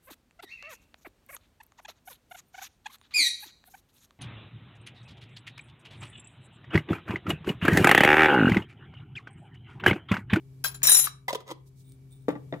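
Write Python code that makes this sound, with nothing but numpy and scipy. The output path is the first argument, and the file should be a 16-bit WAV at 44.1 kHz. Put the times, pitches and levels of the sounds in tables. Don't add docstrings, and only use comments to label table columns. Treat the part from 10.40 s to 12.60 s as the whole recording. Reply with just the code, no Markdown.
import sys
import numpy as np
from scipy import signal
from scipy.fft import rfft, irfft
from scipy.io import wavfile

SR = 44100
rng = np.random.default_rng(int(sys.argv[2]) if len(sys.argv) > 2 else 0)


def log_audio(samples):
    frames = np.atleast_2d(samples).T
    limited = np.clip(frames, -1, 1)
    pcm = np.round(limited * 32767).astype(np.int16)
    wavfile.write(sys.argv[1], SR, pcm)


def convert_level_to_amplitude(level_db):
    exponent = np.asarray(level_db, float) / 20
    return 10 ** exponent


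N = 97020
T = np.arange(N) / SR

# pitch_hz, level_db (rms), wobble_db
FAN_LINES = [(59.5, -66, 4), (132.9, -48, 1.2), (265.5, -66, 2.2), (398.5, -68, 2.2), (2290, -84, 1.5)]
# freq_hz, level_db
AIR_SPECTRUM = [(20, -27.5), (135, -4.5), (217, -21), (405, -19.5), (500, -28), (1560, -38.5),
                (15600, -43.5), (16000, -70.5)]
# freq_hz, likeness (0 to 1)
AIR_LIKENESS = [(60, .94), (290, 0.48), (640, 0.23), (1400, 0.084)]
# time_s, gain_db
RECORDER_GAIN = [(0, -2), (.43, 0), (.56, -4), (1.05, -8.5), (1.5, -2.5), (1.85, -2), (2.2, 2)]
# freq_hz, t60_s
ROOM_DECAY = [(150, 0.49), (750, 0.36), (4000, 0.27), (16000, 0.074)]

# start_s, length_s, level_db
SLEEVE_RUBS = [
    (1.25, 0.051, -12.5),
    (1.355, 0.085, -6.5),
    (1.881, 0.014, 9),
    (1.89, 0.042, -4),
]
# freq_hz, level_db
RUB_SPECTRUM = [(1500, -18), (4000, 7.5), (8000, 8.5), (16000, 4.5)]
# start_s, length_s, level_db
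LID_SLIDES = [(1.42, .13, -72), (1.48, .09, -75), (1.70, .09, -73), (1.74, .12, -80)]
# pitch_hz, level_db, t60_s, left_over_right_db, left_lead_rad
SLIDING_LID_MODES = [(3625, -4.5, 0.016, 3.5, 1.76), (8340, 0.5, 0.01, 1, 1.6), (9040, 3, 0.01, -3, 1.7),
                     (15550, -4, 0.018, -3, 1.5)]

# pitch_hz, level_db, t60_s
WORKTOP_MODES = [(171, -3, 0.11), (296, -1.5, 0.078), (433, -5, 0.055), (522, -7, 0.047),
                 (650, -4.5, 0.037), (880, -12.5, 0.056), (1170, -15, .1), (1330, -19, 0.026),
                 (1900, -2.5, 0.01), (3630, -11.5, 0.017), (7000, -24.5, 0.034)]
# start_s, level_db, chatter_decay_s, favoured_hz, second_favoured_hz
WORKTOP_HITS = [
    (1.883, -16, 0.00079, 430, 650),
    (1.89, -23.5, 0.0036, 297, 880),
    (1.903, -30, 0.0075, 1170, 7000),
    (1.925, -37.5, .015, 300, 171),
    (1.953, -35, 0.0093, 430, 1170),
    (1.981, -62, 0.0089, 300.5, 430),
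    (2.125, -27, 0.0018, 493, 3300),
    (2.133, -27.5, 0.0019, 296, 522),
    (2.139, -29, 0.0012, 296, 1900),
    (2.16, -41, .008, 522, 1170),
]
# freq_hz, level_db (per Hz)
WORKTOP_CRACK = [(120, -14.5), (250, -1.5), (600, 0.5), (2800, -21), (7000, -42), (10000, -64)]

# pitch_hz, level_db, t60_s
LID_MODES = [(325, -2.5, 0.031), (430, -4.5, 0.043), (540, -6.5, 0.05), (736, -11.5, .04),
             (990, 0.5, 0.035), (1203, -5, 0.049), (2005, -1.5, 0.027), (3310, -9, 0.013),
             (4980, -4.5, 0.0096), (6560, -2.5, 0.0067)]
# start_s, level_db, chatter_decay_s, favoured_hz, second_favoured_hz
LID_CONTACTS = [(.881, -27, 0.0088, 2005, 706), (.890, -32, .004, 3310, 700),
                (.896, -33, 0.0021, 1108, 4980), (.904, -35.5, 0.0063, 1120, 560),
                (.929, -24.5, 0.0046, 540, 4980), (.948, -28.5, 0.0037, 1120, 3310),
                (.953, -27, .003, 430, 3310), (1.004, -46.5, 0.0084, 444, 1100),
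                (1.068, -59, 0.0091, 477, 540), (1.078, -43, 0.0037, 1043, 507),
                (1.087, -46.5, 0.0071, 1090, 2005), (1.105, -38, 0.0033, 990, 3310),
                (1.112, -34, 0.0045, 325, 1070), (1.119, -45.5, 0.0023, 1050, 3310)]
# start_s, length_s, level_db
LID_DRAGS = [(.955, .08, -56), (1.055, .08, -47), (1.085, .045, -46)]
# freq_hz, level_db (per Hz)
LID_CRACK_SPECTRUM = [(220, -30), (500, -3.5), (1300, -8), (1900, -11), (2600, -8.5), (3400, -1),
                      (5000, -9), (16000, -19)]

# pitch_hz, level_db, t60_s
GLASS_MODES = [(1172, -2.5, 0.017), (1700, -1.5, 0.036), (1592, -5, 0.013), (2300, 3.5, 0.03),
               (3300, -11.5, 0.023)]
# start_s, level_db, chatter_decay_s, favoured_hz
GLASS_KNOCKS = [(.419, -40, 0.0023, 1420), (.452, -22.5, 0.00033, 1710), (.487, -21.5, 0.003, 1900),
                (.669, -25.5, 0.0042, 1120)]
# freq_hz, level_db (per Hz)
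GLASS_CRACK_SPECTRUM = [(250, -24), (900, -8.5), (2000, -6), (4500, -7), (9000, -24.5), (16000, -40)]

SPOON_PITCHES = [1030, 1590, 2560, 3250, 4010, 5050, 5380, 7150, 9960, 11200, 12200, 14800]
# level_db, t60_s, left_over_right_db, left_lead_rad
SPOON_RINGING = [(-9.5, 0.019, 3.5, -1.5), (-9, 0.049, 12, 6.5), (-13.5, 0.12, 4, 4), (-11, .05, 4.5, -1),
                 (-5, .05, -2, -1.5), (-11.5, .03, 8.5, 2.1), (-8.5, .05, 3, 2), (-8, 0.049, 14, 2),
                 (-8.5, .08, 2, -2), (-6.5, 0.062, 11, -1.2), (-7, 0.061, 8.5, -2), (-6.5, .08, 11.5, -3.5)]
# start_s, level_db, chatter_decay_s, favoured_hz, second_favoured_hz
MORTAR_HITS = [
    (.2402, -23.5, 0.0044, 11180, 4007),
    (.2453, -24, 0.0054, 11260, 1640),
    (.255, -25.5, 0.0083, 15170, 4010),
    (.272, -39, 0.013, 9896, 12320),
    (.285, -46.5, 0.0026, 7130, 14580),
    (.314, -49, 0.0052, 11200, 4010),
    (.3436, -43, 0.011, 1057, 7040),
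    (.349, -45, 0.0042, 2758, 9910),
]
# freq_hz, level_db (per Hz)
MORTAR_CRACK = [(250, -21), (1300, -3.5), (2500, -12), (4500, -6.5), (7000, -8), (16000, -17)]

JAR_PITCHES = [3899, 5390, 5728, 6370, 6945, 7062, 8820, 9435, 11103, 11143, 12211, 12252, 15195, 15400]
# level_db, t60_s, left_over_right_db, left_lead_rad
JAR_RINGING = [(-9, 0.2, -11, 4), (-12.5, 0.26, -1.5, -2.5), (-10, .2, -2, -1.5), (-17, .041, 6, -1.07),
               (-13.5, 0.1, 7, 2.5), (-5.5, 0.24, 5.5, -2.5), (-8.5, 0.21, 8.5, 0.5),
               (-18.5, 0.38, -5.5, 0.94), (-16, .12, 7, 1.5), (-2, .13, 7, -4.5), (-6, 0.02, 15.5, -2.25),
               (-9, 0.093, 15, -2.2), (-12, 0.09, 7.5, -2.1), (-9, .1, 11.5, 4.5)]
# start_s, level_db, chatter_decay_s, favoured_hz, second_favoured_hz
JAR_CONTACTS = [(.4308, -12.5, 0.024, 7000, 16500), (.4365, -17, 0.0043, 8820, 5390),
                (.4702, -11, 0.0041, 12600, 5800), (.476, -13.5, 0.0048, 3899, 8820),
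                (.4947, -9.5, 0.0011, 11143, 8820), (.503, -18, 0.0063, 3899, 5160),
                (.5171, -8, 0.0064, 10800, 6200), (.546, -8, 0.00067, 11900, 5940),
                (.5555, -25, 0.0016, 11100, 15300), (.568, -11.5, 0.001, 11143, 8600),
                (.588, -13, .002, 9000, 11600), (.596, -17.5, 0.0015, 12230, 7062),
                (.613, -20.5, 0.0025, 11143, 6370), (.631, -29.5, 0.0024, 7062, 3899),
                (.6408, -22, 0.0099, 8820, 12200), (.650, -22.5, 0.0044, 8600, 10300),
                (.665, -43.5, .003, 8800, 11143), (.678, -40, 0.0045, 3899, 5728),
                (.71, -50.5, 0.0039, 8770, 7062)]
# start_s, length_s, level_db
JAR_DRAGS = [(.43, .25, -24)]
# freq_hz, level_db (per Hz)
JAR_CRACK_SPECTRUM = [(250, -19.5), (1200, -7.5), (3600, -4), (4400, -11.5), (6000, -2.5), (12500, -12),
                      (13300, -45.5), (16000, -45.5)]

TOUCHES_PER_S, TOUCH_SPREAD_DB = 2500, 4.5
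MIC_LAG_S, MIC_LOW_HZ = -.00016, 131
ONSET_S = 0.00025
AIR_DB, ROOM_DB = -58.5, -16.5
RUB_DB, SLIDE_DB = -63.5, -1
TICK_S, TICK_DB = 1.521, -41


def at_hz(points, hz):
    table_hz, values = np.transpose(points)
    return np.interp(np.log(hz + 1), np.log(table_hz), values)


def colour(x, spectrum):
    size = 2048
    cepstrum = irfft(np.log(convert_level_to_amplitude(at_hz(spectrum, np.fft.rfftfreq(size, 1 / SR)))))
    cepstrum[1:size // 2] *= 2
    cepstrum[size // 2 + 1:] = 0
    response = irfft(np.exp(rfft(cepstrum)))
    return signal.fftconvolve(x, response[None], axes=1)[:, :N]


def drift(rate_hz):
    r = np.exp(-80 * np.pi * rate_hz / SR)
    noise = rng.standard_normal(N // 40 + 2002)
    slow = signal.lfilter([1], [1, -2 * r, r * r], noise)[2000:]
    return np.interp(np.arange(N) / 40, np.arange(len(slow)), slow / slow.std())


def strokes(rows):
    return sum(convert_level_to_amplitude(db) * np.sin(np.pi * np.clip((T - s) / length, 0, 1)) for s, length, db in rows)


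def touches():
    sizes = convert_level_to_amplitude(TOUCH_SPREAD_DB * rng.standard_normal(N)) * rng.choice([-1, 1], N)
    return sizes * (rng.random(N) < TOUCHES_PER_S / SR)


def ring(clicks, hz, db, t60, pan_db=0, lead=None, stops=(), keeps=()):
    if lead is None:
        lead = 2 * np.pi * hz * MIC_LAG_S
    pole = convert_level_to_amplitude(-60 / (t60 * SR)) * np.exp(2j * np.pi * hz / SR)
    parts, state = [], np.zeros(1, complex)
    for part, keep in zip(np.split(clicks + 1e-18, list(stops)), [1, *keeps]):
        z, state = signal.lfilter([1], [1, -pole], part, zi=keep * state)
        parts.append(z)
    rise = np.exp(-1 / (ONSET_S * SR))
    turn = rise * np.exp(2j * np.pi * hz / SR)
    z = signal.lfilter([(1 - rise) ** 2], [1, -2 * turn, turn ** 2], np.concatenate(parts))
    left = convert_level_to_amplitude(pan_db / 2) * z.imag
    right = convert_level_to_amplitude(-pan_db / 2) * (z * np.exp(-1j * lead)).imag
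    return convert_level_to_amplitude(db) * np.array([left, right])


def struck(hits, modes, crack, drag, spread_db, chatter_db, crack_db, crack_s, pan_db, place_db, grip):
    chatter = convert_level_to_amplitude(chatter_db) * touches()
    luck = rng.standard_normal((len(hits), 2, 14))
    shapes, puff = [], drag
    for s, db, decay, *_ in hits:
        shape = convert_level_to_amplitude(db) * chatter * (T >= s) * np.exp(-np.abs(T - s) / max(decay, 1e-4))
        shape[int(s * SR)] = convert_level_to_amplitude(db)
        shapes.append(shape)
        puff = puff + convert_level_to_amplitude(db) * (T >= s) * np.exp(-np.abs(T - s) / (decay + crack_s))
    place_hz = np.array(hits)[:, 3:]
    stops = (np.array(hits)[:, 0] * SR).astype(int)
    out = 0
    for k, mode in enumerate(modes):
        octaves_away = np.abs(np.log2(mode[0] / place_hz)).min(axis=1)
        close = convert_level_to_amplitude(-place_db * octaves_away)
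        share = np.sign(luck[:, 1, k]) * convert_level_to_amplitude(spread_db * luck[:, 0, k]) * close
        clicks = share @ shapes + drag * np.roll(chatter, 97 * k)
        keeps = 1 - np.clip(grip, 0, 1) * close
        out = out + ring(clicks, *mode, stops=stops, keeps=keeps)
    grit = puff * (rng.standard_normal((2, N)) * 0.34 + touches())
    grit[1] = np.roll(grit[1], int(MIC_LAG_S * SR))
    balance = convert_level_to_amplitude(np.array([[pan_db], [-pan_db]]) / 2)
    return (out + convert_level_to_amplitude(crack_db) * colour(grit, crack)) * balance


def fan():
    lines = 0
    for k, (hz, db, wobble_db) in enumerate(FAN_LINES):
        level = convert_level_to_amplitude(db + 3.0 + wobble_db * drift(4.3))
        lines = lines + level * np.sin(2 * np.pi * hz * T + 0.36 * drift(27.0) + k)
    hz = np.fft.rfftfreq(N, 1 / SR)
    alike = np.clip(at_hz(AIR_LIKENESS, hz), 0, 1)
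    mid, side = rfft(rng.standard_normal((2, N))) * convert_level_to_amplitude(at_hz(AIR_SPECTRUM, hz))
    air = irfft(np.sqrt(1 + alike) * mid + np.sqrt(1 - alike) * side * [[1], [-1]], N)
    return lines * convert_level_to_amplitude(np.array([[1.3], [-1.3]])) + convert_level_to_amplitude(AIR_DB) * air / air.std()


def kitchen(x):
    t, tail = T[:SR // 2], 0
    for hz in 125 * 2.0 ** np.arange(8):
        edges = [hz * .7, min(hz * 1.41, 20000)]
        octave = signal.butter(2, edges, "band", fs=SR, output="sos")
        band = signal.sosfilt(octave, rng.standard_normal((2, len(t))))
        tail = tail + band * convert_level_to_amplitude(-60 * t / at_hz(ROOM_DECAY, hz))
    tail = tail * np.clip(t / 0.0019, 0, 1)
    return signal.fftconvolve(x, tail / np.sqrt(np.sum(tail ** 2) / 2), axes=1)[:, :N]


def fingers():
    slip = strokes(LID_SLIDES) * convert_level_to_amplitude(SLIDE_DB + 3.66 * drift(18.0)) * touches()
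    tick = convert_level_to_amplitude(TICK_DB) * (np.arange(N) == int(TICK_S * SR))
    rub = strokes(SLEEVE_RUBS) * convert_level_to_amplitude(RUB_DB + 2.1 * drift(37)) * rng.standard_normal((2, N))
    ringing = sum(ring(slip, *mode) for mode in SLIDING_LID_MODES)
    return ringing + colour(rub + 0.8 * slip + tick, RUB_SPECTRUM)


def jar_on_worktop():
    return struck(WORKTOP_HITS, WORKTOP_MODES, WORKTOP_CRACK, 0, spread_db=-2.5, chatter_db=-12,
                  crack_db=10.0, crack_s=0.0082, pan_db=2.3, place_db=7, grip=0.18)


def lid_on_jar():
    return struck(LID_CONTACTS, LID_MODES, LID_CRACK_SPECTRUM, convert_level_to_amplitude(-11.5) * strokes(LID_DRAGS),
                  spread_db=0.3, chatter_db=-4.5, crack_db=11.5, crack_s=0.0022, pan_db=0.0,
                  place_db=21.5, grip=.6)


def spoon_on_mortar():
    modes = [(hz, *rest) for hz, rest in zip(SPOON_PITCHES, SPOON_RINGING)]
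    return struck(MORTAR_HITS, modes, MORTAR_CRACK, 0, spread_db=-2.0, chatter_db=-4.5,
                  crack_db=10.0, crack_s=0.0066, pan_db=-0.5, place_db=10, grip=.7)


def jar_wall():
    return struck(GLASS_KNOCKS, GLASS_MODES, GLASS_CRACK_SPECTRUM, 0, spread_db=3.5, chatter_db=-7.5,
                  crack_db=11.5, crack_s=0.0051, pan_db=4.5, place_db=9.0, grip=.3)


def spoon_in_jar():
    modes = [(hz, *rest) for hz, rest in zip(JAR_PITCHES, JAR_RINGING)]
    return struck(JAR_CONTACTS, modes, JAR_CRACK_SPECTRUM, convert_level_to_amplitude(-3.3) * strokes(JAR_DRAGS),
                  spread_db=1.0, chatter_db=-17, crack_db=-1.0, crack_s=0.0088, pan_db=2.0,
                  place_db=28.5, grip=.85)


def scene():
    near = fingers() + jar_on_worktop() + lid_on_jar() + spoon_on_mortar() + jar_wall() + spoon_in_jar()
    near = signal.sosfilt(signal.butter(2, MIC_LOW_HZ, "high", fs=SR, output="sos"), near)
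    gain = convert_level_to_amplitude(np.interp(T, *np.transpose(RECORDER_GAIN)))
    return near + convert_level_to_amplitude(ROOM_DB) * kitchen(near) + gain * fan()


def band_limit(x):
    return signal.sosfilt(signal.butter(12, 16830, fs=SR, output="sos"), x)


def record(dry):
    rounded = .95 * np.tanh(dry / .95)
    cut = signal.sosfilt(signal.cheby2(8, 40, 17000, fs=SR, output="sos"), rounded)
    return band_limit(cut)


dry = scene()
out = record(dry)
log_audio(out)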